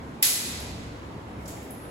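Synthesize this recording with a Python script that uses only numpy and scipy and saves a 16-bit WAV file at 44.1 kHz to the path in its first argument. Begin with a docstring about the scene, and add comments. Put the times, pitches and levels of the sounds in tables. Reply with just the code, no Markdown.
"""Ventilation rumbles and hums in a bare-walled indoor ape enclosure, and keeps on throughout.
A moment in comes one sharp, bright bang, like hard metal struck: a few quick contacts crack,
the metal rings briefly and the walls echo. Faint, high clinks follow from further off in the cage.
A small stereo recorder with closely spaced microphones ducks the room after the bang, then recovers."""
import sys
import numpy as np
from scipy import signal
from scipy.fft import rfft, irfft
from scipy.io import wavfile
from scipy.ndimage import uniform_filter1d, minimum_filter1d

SR = 44100
rng = np.random.default_rng(int(sys.argv[2]) if len(sys.argv) > 2 else 0)


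def file_out(sig):
    """Save sig as 16-bit WAV at sys.argv[1]."""
    # one column per channel
    cols = np.atleast_2d(sig).T
    # limit, then scale
    lim = np.clip(cols, -1, 1)
    pcm = np.round(lim * 32767).astype(np.int16)
    wavfile.write(sys.argv[1], SR, pcm)


N = 83790


def amp(db):
    """Decibels to gain."""
    return 10 ** (np.asarray(db) / 20)


def unit(x):
    """Scales to rms 1."""
    return x / np.sqrt(np.mean(x ** 2) + 1e-20)


def read(points, hz):
    """Reads a table on a log-frequency axis."""
    f, value = np.transpose(points)
    return np.interp(np.log(hz + 1), np.log(f + 1), value)


def add(mix, start_s, sound):
    """Mixes a sound in at its start time."""
    part = mix[:, round(start_s * SR):][:, :sound.shape[1]]
    part += sound[:, :part.shape[1]]


def colour(x, shape, size=2048):
    """Minimum-phase filter of unit power whose gain follows a (Hz, dB) table."""
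    hz = abs(np.fft.fftfreq(size, 1 / SR))
    log_gain = np.log(unit(amp(read(shape, hz))) + 1e-5)
    taps = np.fft.ifft(np.exp(np.conj(signal.hilbert(log_gain)))).real
    return signal.oaconvolve(x, taps[None], axes=1)[:, :x.shape[1]]


def air_noise(shape, drift_db=1.2, size=2048):
    """Two channels of coloured noise whose level drifts in patches of time and frequency."""
    hz = np.fft.rfftfreq(size, 1 / SR)
    re_a, im_a, re_b, im_b, drift = rng.standard_normal((N * 4 // size + 5, len(hz), 5)).T
    drift = uniform_filter1d(drift, size=14, axis=0)
    drift = unit(uniform_filter1d(drift, size=8, axis=1))
    white = np.array([re_a + 1j * im_a, re_b + 1j * im_b])
    spectra = white * amp(read(shape, hz)[:, None] + drift_db * drift)
    return unit(signal.istft(spectra, nperseg=size, noverlap=size - size // 4)[1][:, :N])


# Air rushing through the enclosure. Each row: frequency in Hz, relative noise density in dB.
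AIR_COLOUR = [(30, -48), (70, -35), (120, -4), (180, -4), (270, -2), (500, -7.5), (950, -10), (1400, -17),
              (2500, -23), (4500, -32.5), (7500, -38), (10000, -37), (12500, -45.5), (14500, -65),
              (16000, -66)]
# The rumble beneath it. Each row: frequency in Hz, relative noise density in dB.
RUMBLE_COLOUR = [(20, -37), (30, -11), (42, -4), (52, -27), (66, 1.5), (85, -0.5), (120, -2.5), (190, -6),
                 (290, -3.5), (450, -30), (2000, -50)]
# Rise and fall of the rumble. Each row: time in seconds, relative level in dB.
RUMBLE_SWELL = [(0, -43), (.14, -44), (.25, -49), (.44, -50), (.53, -39.5), (.67, -41.5), (.78, -39),
                (.88, -40), (.97, -43), (1.04, -42), (1.14, -44), (1.28, -45), (1.39, -41), (1.54, -42),
                (1.66, -49), (1.8, -46), (1.9, -43)]
# Fan hum. Each row: frequency in Hz, level in dB against the rumble.
FAN_HUM = [(66, -7), (110.5, -8)]

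def ventilation(air_db=-41, rumble_db=-1.5, waver_hz=1.74):
    """Room tone: steady air, with a rumble and two wavering fan tones that swell together."""
    t = np.arange(N) / SR
    swell = amp(rumble_db + np.interp(t, *np.transpose(RUMBLE_SWELL)))
    out = amp(air_db) * air_noise(AIR_COLOUR) + swell * air_noise(RUMBLE_COLOUR, size=4096)
    for hz, db in FAN_HUM:
        waver = unit(uniform_filter1d(rng.standard_normal((2, N)), size=5000, axis=1))
        cycles = np.cumsum(hz + waver_hz * waver, axis=1) / SR
        out += swell * amp(db) * np.sqrt(2) * np.sin(2 * np.pi * cycles)
    return out


def contact(decay_s):
    """A burst of fine chatter as two hard surfaces meet."""
    t = np.arange(SR // 20) / SR
    return rng.choice([-1., 1.], (2, len(t))) * np.exp(-t / decay_s)


# A light touch, the blow, two rebounds. Each row: start in seconds, relative level in dB, decay in seconds.
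CONTACTS = [(.2245, -19, .004), (.2270, 0, .0012), (.2286, -3, .001), (.2294, -3.5, .0018)]
# The struck metal's modes. Each row: frequency in Hz, relative level in dB, seconds to fall 60 dB.
METAL_MODES = [(2020, -17, .08), (2450, -22, .06), (3200, -25, .05), (3490, -25, .08), (3850, -28, .12),
               (4250, -27, .05), (4908, -24, .12), (5130, -15, .04), (5829, -28, .12), (7439, -24, .12),
               (10806, -27, .17), (11480, -23, .1), (11800, -27, .12), (12204, -28, .17)]
# The crack coming straight to the microphones. Each row: frequency in Hz, relative gain in dB.
DIRECT_COLOUR = [(200, -39), (700, -18), (1000, -22), (1450, -32), (2000, -9.5), (2900, 0), (3600, -11.5),
                 (4500, -19), (5100, -4), (6000, -13), (7500, -5), (10000, -4), (11700, 4.5), (14000, 4),
                 (16000, -0.5)]
# The bang coming back off the walls. Each row: frequency in Hz, relative gain in dB.
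WALL_COLOUR = [(200, -31), (900, -10), (1450, -9), (2100, -6), (2500, -4.5), (3000, -5), (4000, 1.5),
               (5800, 0), (7500, 2), (10500, 5.5), (12500, 2.5), (14000, -1), (16000, -8)]

def bang(level_db=-5, echo_db=5.5, ring_echo_db=-10):
    """A few contacts within milliseconds crack, ring the metal briefly and fill the room."""
    hits, ring, impulse = np.zeros((3, 2, N))
    t = np.arange(SR // 2) / SR
    for start_s, db, decay_s in CONTACTS:
        add(hits, start_s, amp(db) * contact(decay_s))
    blow_s = max(CONTACTS, key=lambda row: row[1])[0]  # the hardest contact
    for hz, db, t60 in METAL_MODES:
        mode = np.sin(2 * np.pi * (hz * t + rng.random((2, 1))))
        add(ring, blow_s, amp(db) * amp(-60 * t / t60) * mode)
    impulse[:, round(blow_s * SR)] = np.linalg.norm(hits[0])  # the energy of all the contacts
    walls = room(amp(echo_db) * colour(impulse, WALL_COLOUR) + amp(ring_echo_db) * ring)
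    return amp(level_db) * (colour(hits, DIRECT_COLOUR) + ring + walls)


# Reverberation between the bare walls. Each row: frequency in Hz, seconds to fall 60 dB.
ROOM_DECAY = [(250, 2.1), (2000, 1.98), (4000, 1.39), (7500, 1.06), (11000, 0.72), (13000, 0.38),
              (15500, 0.14)]

def room(x, early_db=0.5, early_t60_s=0.65, build_s=.0045, size=256):
    """The walls return dense early reflections, then a long tail whose treble dies first."""
    hz, t, spectra = signal.stft(rng.standard_normal((2, N)), SR, nperseg=size)
    early = amp(early_db) * amp(-60 * t / early_t60_s)
    late = amp(-60 * t / read(ROOM_DECAY, hz)[:, None])
    tail = signal.istft(spectra * np.hypot(late, early), SR, nperseg=size)[1][:, :N]
    tail *= 1 - np.exp(-np.arange(N) / SR / build_s)
    return signal.fftconvolve(x, tail / np.linalg.norm(tail[0]), axes=1)[:, :N]


def scuff(rise_s):
    """Fine chatter that swells to a peak at rise_s and fades more slowly."""
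    age = np.arange(SR // 5) / SR / rise_s
    return rng.standard_normal((2, SR // 5)) * age * np.exp(1 - age)


# Faint clinks and scuffs from the cage.
# Each row: start in seconds, level in dB before the room, centre in Hz, width in octaves, rise in seconds.
CAGE_CLINKS = [(0.601, -39.5, 10800, 0.15, 0.0021), (1.394, -63, 9260, 0.43, 0.036),
               (1.455, -47.5, 6460, 0.55, 0.0046), (1.476, -41.5, 8000, 0.49, 0.0053),
               (1.476, -50, 14500, 0.75, 0.012), (1.481, -49, 2670, 1, 0.0068),
               (1.566, -53, 2080, 0.13, 0.0063), (1.614, -57.5, 12600, 0.45, .02),
               (1.705, -42, 10900, 0.21, 0.0039), (1.806, -58, 10240, 0.14, 0.027)]

def clinks(skirt_db=-24, echo_db=2.5):
    """Small, high contacts further from the microphones, heard mostly through the room."""
    out, hz = np.zeros((2, N)), np.geomspace(500, 20000, 80)
    for start_s, db, centre_hz, octaves, rise_s in CAGE_CLINKS:
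        band = np.exp(-.5 * (np.log2(hz / centre_hz) / octaves) ** 2) + amp(skirt_db)
        shape = np.c_[hz, 20 * np.log10(band)]
        add(out, start_s, amp(db) * colour(scuff(rise_s), shape))
    return out + amp(echo_db) * room(out)


def scene():
    """Everything that sounds in the enclosure."""
    return ventilation() + bang() + clinks()


# How alike the two microphones hear the room. Each row: frequency in Hz, correlation from -1 to 1.
MIC_LIKENESS = [(60, 0.99), (130, 0.96), (260, 0.87), (500, 0.72), (1000, -.2), (2000, 0), (4000, 0.02),
                (6000, 0), (7500, 1), (8700, 1), (16000, 0.99)]
# The right microphone leads in the top treble. Each row: frequency in Hz, phase lead in cycles.
RIGHT_LEAD = [(0, 0), (6300, 0), (8000, .23), (9230, .5), (11300, 1), (13720, 1.5), (15700, 2), (22050, 2)]
# The right microphone is mostly a little louder. Each row: frequency in Hz, gain in dB.
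RIGHT_GAIN = [(60, 1.1), (250, 0), (500, -.4), (1500, .7), (4000, 1.2), (9000, .1)]

def stereo_pair(x):
    """Closely spaced microphones: bass alike, mids diffuse, top treble alike but shifted in phase."""
    hz = np.fft.rfftfreq(N, 1 / SR)
    left, other = rfft(x)
    likeness = np.clip(read(MIC_LIKENESS, hz), -1, 1)
    right = likeness * left + np.sqrt(1 - likeness ** 2) * other
    right *= np.exp(2j * np.pi * np.interp(hz, *np.transpose(RIGHT_LEAD)))
    right *= amp(read(RIGHT_GAIN, hz))
    return irfft(np.array([left, right]), N)


def gain_control(x, threshold_db=-17.5, cut_per_db=0.27, hold_s=0.205, recover_db_per_s=36):
    """The recorder turns down on a loud peak, holds, then comes steadily back up."""
    power = abs(uniform_filter1d((x ** 2).mean(0), size=300))
    cut_db = cut_per_db * np.maximum(10 * np.log10(power + 1e-12) - threshold_db, 0)
    hold = int(hold_s * SR) // 2 * 2 + 1
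    held_db = -minimum_filter1d(-cut_db, hold, origin=hold // 2)
    recovery_db = recover_db_per_s * np.arange(N) / SR
    duck_db = np.maximum.accumulate(held_db + recovery_db) - recovery_db
    return x * amp(-duck_db)


def record(dry, cutoff_hz=15900):
    """The small recorder: stereo pair, gain control, then the band limit."""
    ducked = gain_control(stereo_pair(dry))
    low_pass = signal.firwin(511, cutoff_hz, window=("kaiser", 9), fs=SR)
    return signal.oaconvolve(ducked, low_pass[None], "same", axes=1)


dry = scene()
out = record(dry)
file_out(out)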